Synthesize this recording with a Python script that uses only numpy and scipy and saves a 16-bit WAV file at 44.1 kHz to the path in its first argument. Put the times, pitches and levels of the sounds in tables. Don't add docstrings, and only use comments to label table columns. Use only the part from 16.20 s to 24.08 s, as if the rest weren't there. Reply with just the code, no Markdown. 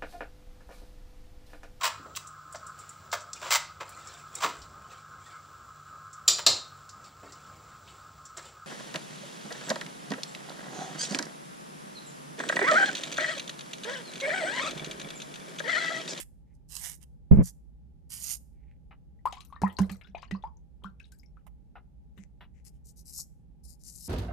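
import sys
import numpy as np
from scipy import signal
from scipy.fft import rfft, irfft, next_fast_len
from scipy.io import wavfile

SR = 44100
rng = np.random.default_rng(int(sys.argv[2]) if len(sys.argv) > 2 else 0)


def bounce(signal):
    frames = np.transpose(np.atleast_2d(signal))
    limited = np.clip(frames, -1, 1)
    pcm = np.round(limited * 32767).astype(np.int16)
    wavfile.write(sys.argv[1], SR, pcm)


N = 347508
TIME = np.arange(N) / SR

# frequency in Hz, relative level in dB.
AIR_SPECTRUM = [(12, -56.5), (20, -27.5), (44, -4), (65, 0), (91, -18.5), (163, -12), (293, -26),
                (319, -31.5), (367, -30.5), (422, -33.5), (472, -33.5), (759, -44.5), (825, -33),
                (976, -53), (16000, -67)]
AIR_DB = -52
# frequency in Hz, left-right likeness from -1 to 1.
AIR_LIKENESS = [(60, 0.046), (180, 0.28), (550, 0.24), (1650, 0.14), (4970, 0.053), (15000, 0.04)]
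# frequency in Hz, left minus right in dB.
AIR_BALANCE = [(60, -3.5), (180, -1.5), (550, 0.5), (1650, -1.5), (4970, 0), (15000, 0.5)]
# centre in Hz on an axis shifted up by 1 Hz, width in Hz, level in dB, left-right likeness.
HUM_LINES = [(59.5, 8, -59, -.8), (119, 6, -70, .3), (156, 14, -68, .5), (808, 25, -87, -.6)]

# centre in Hz, 60 dB decay time in seconds, level in dB.
ROOM_BANDS = [(298, 0.32, -6), (900, 0.32, -21), (2500, 0.14, -16), (6000, 0.2, -28.5), (12350, 0.3, -14.5)]
NEAR_T60_S, NEAR_DB = .008, -6
TUB_T60_S, TUB_DB = 0.13, -7.5
TUB_PAN_DB, PAN_DB_PER_OCTAVE = 7, 3
CUTOFF_HZ = 16150

SWELL_DB, SAG_DB, EDGE_DB = 12, 13, 39
LAND_POWER, LIFT_POWER = 8.6, 3.88

# start in seconds, strength in dB.
THUMPS = [(3.419, -15), (3.590, -11.5), (3.697, -28.5), (3.874, -45.5), (4.111, -22.5), (4.636, -34.5),
          (5.974, -38.5)]
# frequency in Hz, relative level in dB, 60 dB decay in seconds.
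TABLE_MODES = [(190.5, 5, 0.14), (202.3, 2.5, 0.091), (83.4, -20, 0.36), (285, -17, 0.096),
               (396, -16, 0.062), (495.3, -20, .05)]
THUMP_DELAY_S = 0.012
BUZZ_HZ, BUZZ_T60_S, BUZZ_DB = 458.6, 0.42, -39.5

# start in seconds, left strength in dB, right strength in dB.
JOLTS = [(1.113, -19, 3.5), (1.121, 1.5, -31), (1.133, -29, 0.5), (1.147, -10.5, -9), (1.172, -9.5, -7.5),
         (1.187, -3, -6), (1.196, -8.5, -7), (1.215, -12, -21.5)]
# frequency in Hz, relative level in dB, 60 dB decay in seconds.
BODY_MODES = [(182.4, -1, 0.099), (126.1, -8, 0.15), (69.2, -10.5, 0.11), (373, -34.5, 0.061),
              (517, -29, .05)]
# start in seconds, frequency in Hz, 60 dB decay in seconds,
# left strength in dB, right strength in dB.
ROCK = (1.108, 35, .2, -15, -7)
# start, rise and fall in seconds, level in dB,
# scratch relative to the dull rub in dB, left minus right in dB.
RUBS = [(1.11, .006, 0.054, -21, -21, -2.5), (1.139, 0.069, 0.037, -26.5, -18, -6.5)]
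# frequency in Hz, relative level in dB.
RUB_SPECTRUM = [(140, -32), (230, -5.5), (343, -8.5), (397, -6), (495, -17), (538, -14), (1200, -50),
                (1560, -69), (2640, -120)]
# frequency in Hz, relative level in dB.
SCRATCH_SPECTRUM = [(530, -23.5), (900, -2), (1500, -12), (1870, -14), (2090, -9.5), (4000, -41.5),
                    (5200, -73), (8800, -120)]
# start, rise and fall in seconds, level in dB, left minus right in dB.
RUSTLE = (1.106, .012, .12, -68, -20)

# start, rise and fall in seconds, level in dB,
# squeak relative to the dull part in dB, left minus right in dB.
SLIDES = [(0.239, 0.092, 0.024, -82, -12, -5), (2.298, 0.22, 0.079, -77.5, -22.5, -6.5),
          (5.955, 0.051, 0.081, -73, -2, 23.5), (6.329, 0.041, 0.09, -80, -5, 19)]

# start in seconds, level in dB, centre in Hz, length in seconds,
# bright tick relative in dB, left minus right in dB.
TAPS = [(2.709, -52, 1300, 0.052, -43, 1), (5.266, -60.5, 1290, .025, -4.5, -16.5),
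        (5.554, -47.5, 1064, 0.055, -39.5, 3.5), (5.976, -61, 1830, 0.03, -14, 18),
        (6.207, -51.5, 1904, 0.066, -27.5, 3), (6.99, -60.5, 900, 0.015, -34, -3)]
# frequency in Hz, relative level in dB, 60 dB decay in seconds.
HANDLE_MODES = [(900, 3.5, 0.0073), (1360, 2.5, 0.0067), (2120, -9, 0.035), (2940, 0.5, 0.012),
                (4060, -0.5, 0.013)]
HANDLE_CUT_HZ = 3300

# start in seconds, level in dB, start pitch in Hz, 60 dB decay in seconds,
# initial rise in octaves per second.
BUBBLES = [(2.990, -68.5, 1880, 0.067, 3), (3.055, -16.5, 903, 0.079, 24), (3.070, -29, 1126, 0.045, 10.6),
           (3.127, -34.5, 767, 0.052, 4.4), (3.169, -43, 984, .16, 6.3), (3.301, -56, 1145, 0.067, 2),
           (3.325, -37.5, 943, 0.068, 45), (3.357, -56, 3870, 0.026, 4.6), (3.362, -35.5, 1140, 0.02, 3.6),
           (3.363, -50.5, 1826, 0.089, 1.9), (3.435, -14, 802, 0.061, 33), (3.46, -38.5, 1840, 0.14, 1.5),
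           (3.47, -28.5, 1250, 0.03, 4.9), (3.497, -52, 3056, 0.098, 2.4), (3.568, -30, 4500, 0.011, 3.3),
           (3.588, -23.5, 1026, 0.033, 3), (3.845, -53.5, 3670, 0.05, 1.3), (3.846, -56, 1460, 0.15, 3.2),
           (3.948, -26, 693, 0.026, 2), (3.95, -36.5, 2500, 0.042, 4.1), (3.966, -42, 780, 0.064, 25),
           (4.029, -37, 990, 0.037, 28), (4.112, -33, 1923, 0.028, 1.5), (4.149, -36.5, 1035, 0.059, 10),
           (4.224, -52.5, 3570, 0.028, 1.3), (4.238, -29, 838, 0.099, 10), (4.369, -59, 6100, .02, 1.5),
           (4.637, -45, 3140, 0.033, 3), (4.644, -32, 1064, 0.039, 32), (4.657, -37.5, 1376, 0.067, 4.5),
           (4.801, -41, 2526, 0.026, 1.8), (4.804, -55, 1546, 0.084, 1.13), (4.842, -50, 3820, 0.024, 4.6),
           (4.922, -58, 1575, 0.089, 1.75), (4.996, -54, 5070, 0.026, 2.1), (5.032, -55, 2195, 0.035, 2.5),
           (5.060, -58, 5380, 0.025, 3.4), (5.170, -50.5, 1314, 0.045, 1.4)]
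WOBBLE = .06
# start in seconds, crack level in dB, crack centre in Hz, spray level in dB, spray centre in Hz.
SPLASHES = [(3.055, -44.5, 2280, -47.5, 8080), (3.124, -41, 2650, -48.5, 5890),
            (3.151, -57, 2970, -64, 7680), (3.172, -54, 2850, -80, 6400), (3.205, -49, 3650, -54, 6590),
            (3.249, -67, 2980, -54.5, 10450), (3.309, -82, 2390, -76, 7080), (3.325, -61, 2550, -75, 7530),
            (3.36, -69, 1780, -90, 5850), (3.417, -33, 1050, -46.5, 6590), (3.476, -52, 1760, -59, 8690),
            (3.525, -65, 2760, -57, 11410), (3.586, -29, 1274, -38, 5780), (3.614, -73, 2200, -48.5, 8170),
            (3.665, -78, 2340, -67, 6670), (3.695, -38.5, 1760, -50.5, 5860),
            (3.715, -59.5, 2940, -47.5, 9100), (3.743, -78, 2400, -62.5, 7890),
            (3.812, -49, 2070, -72, 8630), (3.847, -67, 2800, -91, 7570), (3.871, -60.5, 2480, -79, 10300),
            (3.951, -49.5, 2430, -74, 5750), (3.98, -51, 2540, -69, 5520), (4.02, -57, 2800, -60.5, 4710),
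            (4.028, -44.5, 1846, -69, 5500), (4.11, -40.5, 1900, -53.5, 6200),
            (4.224, -65, 2810, -81, 5190), (4.237, -56.5, 1870, -73, 6200), (4.62, -59.5, 650, -95.5, 8660),
            (4.638, -57, 3430, -65, 8640), (4.798, -57, 2480, -67.5, 6850),
            (4.852, -62.5, 3860, -70.5, 5580), (4.919, -67, 2410, -55.5, 8140),
            (4.986, -88, 2380, -60.5, 12930), (5.032, -80, 2290, -74.5, 7840),
            (5.169, -66.5, 1312, -89.5, 6920)]
# frequency in Hz, relative level in dB.
CRACK_SPECTRUM = [(300, -15), (700, 14.5), (1500, 1), (4000, 0.5), (6000, -33), (12000, -52)]
# frequency in Hz, relative level in dB.
SPRAY_SPECTRUM = [(2000, -48), (4000, 1), (6500, -3.5), (10000, -6.5), (16000, -3)]
SPLASH_ATTACK_S, SPLASH_T60_S = .0012, .042
DROPLETS, DROPLET_DB = 10, -3.5

# start, rise and fall in seconds, stubble level in dB,
# skin drag relative to the stubble in dB, left minus right in dB.
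STROKES = [(0.0, 0.0014, 0.053, -44.5, -7, -12.5), (.335, .015, 0.039, -86.5, -14, -19),
           (0.479, 0.092, 0.051, -47.5, -8, -15), (0.583, 0.069, 0.15, -44.5, -5.5, -13),
           (0.798, 0.037, 0.02, -72, -1, -23), (1.222, 0.052, 0.052, -47, -12, -6),
           (1.89, 0.039, 0.18, -45, -10, -8.5), (1.986, 0.13, 0.077, -39.5, -11, -13),
           (6.44, 0.029, 0.045, -60, -12.5, 13.5), (6.525, 0.029, 0.047, -83, -0.5, 8.5),
           (6.638, 0.053, 0.046, -60.5, -28.5, 11.5), (6.754, .04, .05, -59.5, -26, 12.5),
           (6.843, 0.055, 0.075, -53.5, -25, 8.5), (6.919, 0.08, 0.057, -42.5, -35.5, 3),
           (7.43, 0.026, 0.02, -62.5, -30.5, 18), (7.46, 0.035, 0.087, -62.5, -28.5, 18.5),
           (7.586, 0.032, 0.047, -70.5, -24.5, 16.5), (7.631, 0.053, 0.053, -51.5, -24, 10.5),
           (7.7, 0.059, 0.085, -55.5, -26.5, 9.5), (7.77, .1, .06, -47.5, -27.5, 6)]
# frequency in Hz, relative level in dB.
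STUBBLE_SPECTRUM = [(1470, -54), (2500, -42.5), (3200, -28.5), (3900, -5.5), (5030, 4.5), (6110, 5),
                    (9360, 7), (12500, 1.5), (15200, -12.5), (16000, -28)]
# frequency in Hz, relative level in dB.
SKIN_SPECTRUM = [(260, -56.5), (450, -17), (786, -5), (1460, -5), (1950, 2), (2400, -1.5), (2960, 4),
                 (4000, -3), (5200, -30.5), (8800, -120)]
# time in seconds, peak in dB before panning.
SNAPS = [(0.489, -50), (0.5536, -24.5), (0.5656, -25.5), (0.816, -51), (0.829, -41), (0.838, -48),
         (1.2575, -24.5), (1.905, -41.5), (2.044, -35), (2.0926, -36), (2.0964, -39.5), (6.4512, -43),
         (7.637, -37)]
HAIRS_PER_S, HAIR_SPREAD_DB = 3000, 4
HAIR_SPLIT_HZ, FINE_DB = 8100, 1
EDGE_LAG_S = .00015
DRAG_POWER = 1.23
LINGER_S, LINGER_DB = .2, -44


def from_db(db):
    return 10 ** (np.asarray(db) / 20)


def rms_one(x):
    return x / np.sqrt(np.mean(x ** 2) + 1e-20)


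def at_hz(points, hz):
    points = np.array(points)
    return np.interp(np.log(hz), np.log(points[:, 0]), points[:, 1])


def colour(x, spectrum):
    size = x.shape[-1]
    hz = np.fft.rfftfreq(4096, 1 / SR) + 1
    cepstrum = irfft(at_hz(spectrum, hz) * np.log(10) / 20)
    cepstrum[1:2048] *= 2
    taps = irfft(np.exp(rfft(cepstrum * (np.arange(4096) <= 2048))))
    taps = taps.reshape((1,) * (x.ndim - 1) + (-1,))
    return rms_one(signal.fftconvolve(x, taps, axes=-1)[..., :size])


def band(x, hz, octaves):
    edges = [hz / 2 ** (octaves / 2), min(hz * 2 ** (octaves / 2), SR * .45)]
    return rms_one(signal.sosfilt(signal.butter(1, edges, "band", fs=SR, output="sos"), x))


def band_twice(x, hz, first, second):
    return band(band(x, hz, octaves=first), hz, octaves=second)


def panned(x, pan_db):
    return np.array([x * from_db(pan_db / 2), x * from_db(-pan_db / 2)])


def spread(mid, side, alike):
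    alike = np.clip(alike, -1, 1)
    return np.sqrt(1 + alike) * mid + np.sqrt(1 - alike) * side * [[1], [-1]]


def pair(alike):
    mid, side = rng.standard_normal((2, N))
    return spread(mid, side, alike)


def add(out, s, sound):
    i = round(s * SR)
    out[:, i:i + sound.shape[1]] += sound[:, :N - i]


def ring(clicks, modes):
    out = 0
    for hz, level_db, t60 in modes:
        radius, angle = from_db(-60 / (t60 * SR)), 2 * np.pi * hz / SR
        poles = [1, -2 * radius * np.cos(angle), radius * radius]
        out = out + from_db(level_db) * signal.lfilter([0, np.sin(angle)], poles, clicks + 1e-18)
    return out


def tail(t60):
    t = TIME[:round(t60 * SR) + 1]
    burst = rng.standard_normal((2, SR // 4))[:, :len(t)] * from_db(-60 * t[:SR // 4] / t60)
    return burst / np.sqrt(np.sum(burst ** 2, axis=1, keepdims=True))


def scatter(x, t60, level_db):
    response = from_db(level_db) * tail(t60)
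    response[:, 0] += 1
    return signal.fftconvolve(x, response, axes=1)


def contact(s, rise, fall, level_db):
    on = slice(round(s * SR), min(round((s + rise + fall) * SR), N))
    t = TIME[on] - s - rise
    before, after = np.clip(-t / rise, 0, 1), np.clip(t / fall, 0, 1)
    edges = EDGE_DB * (before ** LAND_POWER + after ** LIFT_POWER)
    return on, from_db(level_db - SWELL_DB * before - SAG_DB * after - edges)


def background():
    size = next_fast_len(N)
    hz = np.fft.rfftfreq(size, 1 / SR) + 1
    mid, side = rfft(rng.standard_normal((2, size)))
    both = spread(mid, side, at_hz(AIR_LIKENESS, hz))
    shape = panned(from_db(at_hz(AIR_SPECTRUM, hz)), at_hz(AIR_BALANCE, hz))
    out = from_db(AIR_DB) * rms_one(irfft(both * shape, size))
    for line_hz, width_hz, level_db, likeness in HUM_LINES:
        peak = 1 / (1 + (2 * (hz - line_hz) / width_hz) ** 2)
        out += from_db(level_db) * rms_one(irfft(rfft(pair(likeness), size) * peak, size))
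    return out[:, :N]


def room(x):
    response = np.zeros((2, SR // 4))
    for hz, t60, level_db in ROOM_BANDS:
        edges = [hz / 1.6, min(hz * 1.6, SR * .45)]
        octave = signal.butter(1, edges, "band", fs=SR, output="sos")
        add(response, 0, from_db(level_db) * signal.sosfilt(octave, tail(t60)))
    source = 0.52 * x + 0.47 * x[::-1]
    return x + signal.fftconvolve(source, response, axes=1)[:, :N]


def table():
    push = np.zeros(N)
    for s, level_db in THUMPS:
        push[round(s * SR)] = from_db(level_db)
    soft = signal.lfilter([.05], [1, -.95], push)
    opposed = ring(soft, TABLE_MODES[:1]) - ring(soft, TABLE_MODES[1:2])
    board = np.roll(opposed, round(THUMP_DELAY_S * SR))
    buzz = band_twice(tail(BUZZ_T60_S), BUZZ_HZ, 1.3, 1.3)
    shudder = from_db(BUZZ_DB) * signal.fftconvolve(push[None], buzz, axes=1)
    return panned(board + ring(soft, TABLE_MODES[2:]), -5.0) + shudder[:, :N]


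def bump():
    push, rock, rub = np.zeros((3, 2, N))
    for s, left_db, right_db in JOLTS:
        push[:, round(s * SR)] = from_db([left_db, right_db])
    soft = signal.lfilter([.01], [1, -1.8, .81], push)
    rock_s, rock_hz, rock_t60, left_db, right_db = ROCK
    rock[:, round(rock_s * SR)] = from_db([left_db, right_db])
    rocking = ring(signal.lfilter([.02], [1, -.98], rock), [(rock_hz, 0, rock_t60)])
    low = ring(soft, BODY_MODES[1:3]) + rocking

    noise = rng.standard_normal((2, 2, SR // 2))
    dull, scratch = np.zeros((2, 2, N))
    add(dull, rock_s - .1, colour(noise[0], RUB_SPECTRUM))
    add(scratch, rock_s - .1, colour(noise[1], SCRATCH_SPECTRUM))
    for s, rise, fall, level_db, scratch_db, pan_db in RUBS:
        on, gain = contact(s, rise, fall, level_db)
        mix = dull[:, on] + from_db(scratch_db) * scratch[:, on]
        rub[:, on] += mix * panned(gain, pan_db)
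    on, gain = contact(*RUSTLE[:4])
    rustle = band(rng.standard_normal(SR // 2), 8000, octaves=1.8)[:gain.size]
    rub[:, on] += panned(gain * rustle, RUSTLE[4])
    return ring(soft, BODY_MODES[:1] + BODY_MODES[3:]) + low * [[-1], [1]] + rub


def fingers():
    out = np.zeros((2, N))
    for s, rise, fall, level_db, squeak_db, pan_db in SLIDES:
        on, gain = contact(s, rise, fall, level_db)
        grains = from_db(3.6 * rng.exponential(1, gain.size)) * rng.standard_normal(gain.size)
        dull, squeak = [band_twice(grains, hz, 0.63, 0.54) for hz in (2100, 6500)]
        out[:, on] = panned(gain * (dull + from_db(squeak_db) * squeak), pan_db)
    return out


def handle():
    out, t = np.zeros((2, N)), TIME[:SR // 6]
    damping = signal.butter(4, HANDLE_CUT_HZ, fs=SR, output="sos")
    for s, level_db, hz, length, tick_db, pan_db in TAPS:
        noise = rng.standard_normal(len(t))
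        scuff = noise + 0.32 * rms_one(ring(noise, HANDLE_MODES))
        dull = signal.sosfilt(damping, band_twice(scuff, hz, 1.83, 2.55))
        tick = from_db(tick_db) * np.diff(noise, prepend=0)
        decay = from_db(level_db - 12 * t / length - 16.6 * (t / length) ** 3.25)
        shape = decay * np.minimum(t / (0.026 * length), 1)
        add(out, s, scatter(panned(shape * (dull + tick), pan_db), NEAR_T60_S, NEAR_DB))
    return out


def bubble(peak_db, hz, t60, rise, size=SR // 6):
    t = TIME[:size]
    tremble = rms_one(signal.lfilter([1], [1, -.97], rng.standard_normal(len(t))))
    glide = hz * 2 ** (.5 * np.tanh(2 * rise * t))
    pitch = glide * (1 + WOBBLE * tremble * np.minimum(t * hz / 10, 1))
    envelope = from_db(peak_db - 60 * t / t60) * np.minimum(t / 0.0011, 1)
    return np.sin(2 * np.pi * np.cumsum(pitch) / SR) * envelope


def from_tub(x, hz):
    pan_db = TUB_PAN_DB + PAN_DB_PER_OCTAVE * np.log2(hz / 1000)
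    return scatter(panned(x, pan_db), TUB_T60_S, TUB_DB)


def water():
    out, t = np.zeros((2, N)), TIME[:SR // 6]
    for s, peak_db, hz, t60, rise in BUBBLES:
        add(out, s, from_tub(bubble(peak_db, hz, t60, rise), hz))
    grains = from_db(2.46 * rng.exponential(1, (2, N))) * rng.standard_normal((2, N))
    cracks, sprays = colour(grains[0], CRACK_SPECTRUM), colour(grains[1], SPRAY_SPECTRUM)
    dying = from_db(-60 * (t / SPLASH_T60_S) ** 1.07) * np.minimum(t / SPLASH_ATTACK_S, 1)
    for s, crack_db, hz, spray_db, spray_hz in SPLASHES:
        at = round(s * SR) + np.arange(len(t))
        crack = band_twice(cracks[at], hz, 1.5, 1.5)
        spray = band_twice(sprays[at], spray_hz, 1.5, 1.5)
        splash = (from_db(crack_db) * crack + from_db(spray_db) * spray) * dying
        for late, size, fine in rng.random((DROPLETS, 3)):
            low_hz, high_hz = hz * 2 ** (2.0 * size - .6), spray_hz * 2 ** (1.7 * fine - 1.1)
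            drop = bubble(crack_db + DROPLET_DB - 13 * late, low_hz, 0.02, 4.2, size=1600)
            drop += bubble(spray_db + DROPLET_DB - 11 * late, high_hz, 0.016, 5.3, size=1600)
            lag = round(late * SPLASH_T60_S * 1.5 * SR)
            splash[lag:lag + 1600] += drop[:len(t) - lag]
        add(out, s, from_tub(splash, hz))
    return out


def hairs():
    sizes = from_db(HAIR_SPREAD_DB * np.minimum(rng.exponential(1, N), 5)) * rng.choice([-1, 1], N)
    cuts = sizes * (rng.random(N) < HAIRS_PER_S / SR)
    spot = rng.integers(-1, 2, N)
    left = sum(np.roll(cuts * (spot == k), round(k * EDGE_LAG_S * SR)) for k in (-1, 0, 1))
    return rms_one(np.array([left, cuts]))


def razor():
    shared = hairs()
    low, high = [signal.butter(3, HAIR_SPLIT_HZ, kind, fs=SR, output="sos") for kind in ("low", "high")]
    thick = rms_one(signal.sosfilt(low, colour(shared + 0.64 * hairs(), STUBBLE_SPECTRUM)))
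    fine = rms_one(signal.sosfilt(high, colour(shared + 2.5 * hairs(), STUBBLE_SPECTRUM)))
    drag = colour(shared + 0.41 * pair(1.0), SKIN_SPECTRUM)
    hiss = colour(pair(0.35), STUBBLE_SPECTRUM)

    snaps, snap = np.zeros((1, N)), colour(signal.unit_impulse(400), STUBBLE_SPECTRUM)
    for s, peak_db in SNAPS:
        add(snaps, s, from_db(peak_db) * snap[None] / np.abs(snap).max())
    owner = np.searchsorted([row[0] for row in STROKES], TIME, "right") - 1

    out = np.zeros((2, N))
    for k, (s, rise, fall, level_db, drag_db, pan_db) in enumerate(STROKES):
        on, gain = contact(s, rise, fall, level_db)
        easing = (gain / from_db(level_db)) ** (DRAG_POWER - 1)
        stubble = thick[:, on] + from_db(FINE_DB) * fine[:, on]
        mix = stubble + from_db(drag_db) * easing * drag[:, on]
        stroke = panned(gain, pan_db) * mix + panned(snaps[0, on] * (owner[on] == k), pan_db)
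        add(out, s, scatter(stroke, NEAR_T60_S, NEAR_DB))
        after = slice(round((s + rise) * SR), round((s + rise + fall + LINGER_S) * SR))
        progress = (TIME[after] - s - rise) / (fall + LINGER_S)
        faint = from_db(level_db + LINGER_DB - 20 * progress ** 8)
        out[:, after] += panned(faint, pan_db / 2) * hiss[:, after]
    return out


def scene():
    airborne = fingers() + handle() + water() + razor()
    return background() + table() + bump() + room(airborne)


def record(dry):
    rounded = 1.162 * np.tanh(dry / 1.343)
    return signal.sosfilt(signal.cheby2(12, 70, CUTOFF_HZ, fs=SR, output="sos"), rounded)


dry = scene()
out = record(dry)
bounce(out)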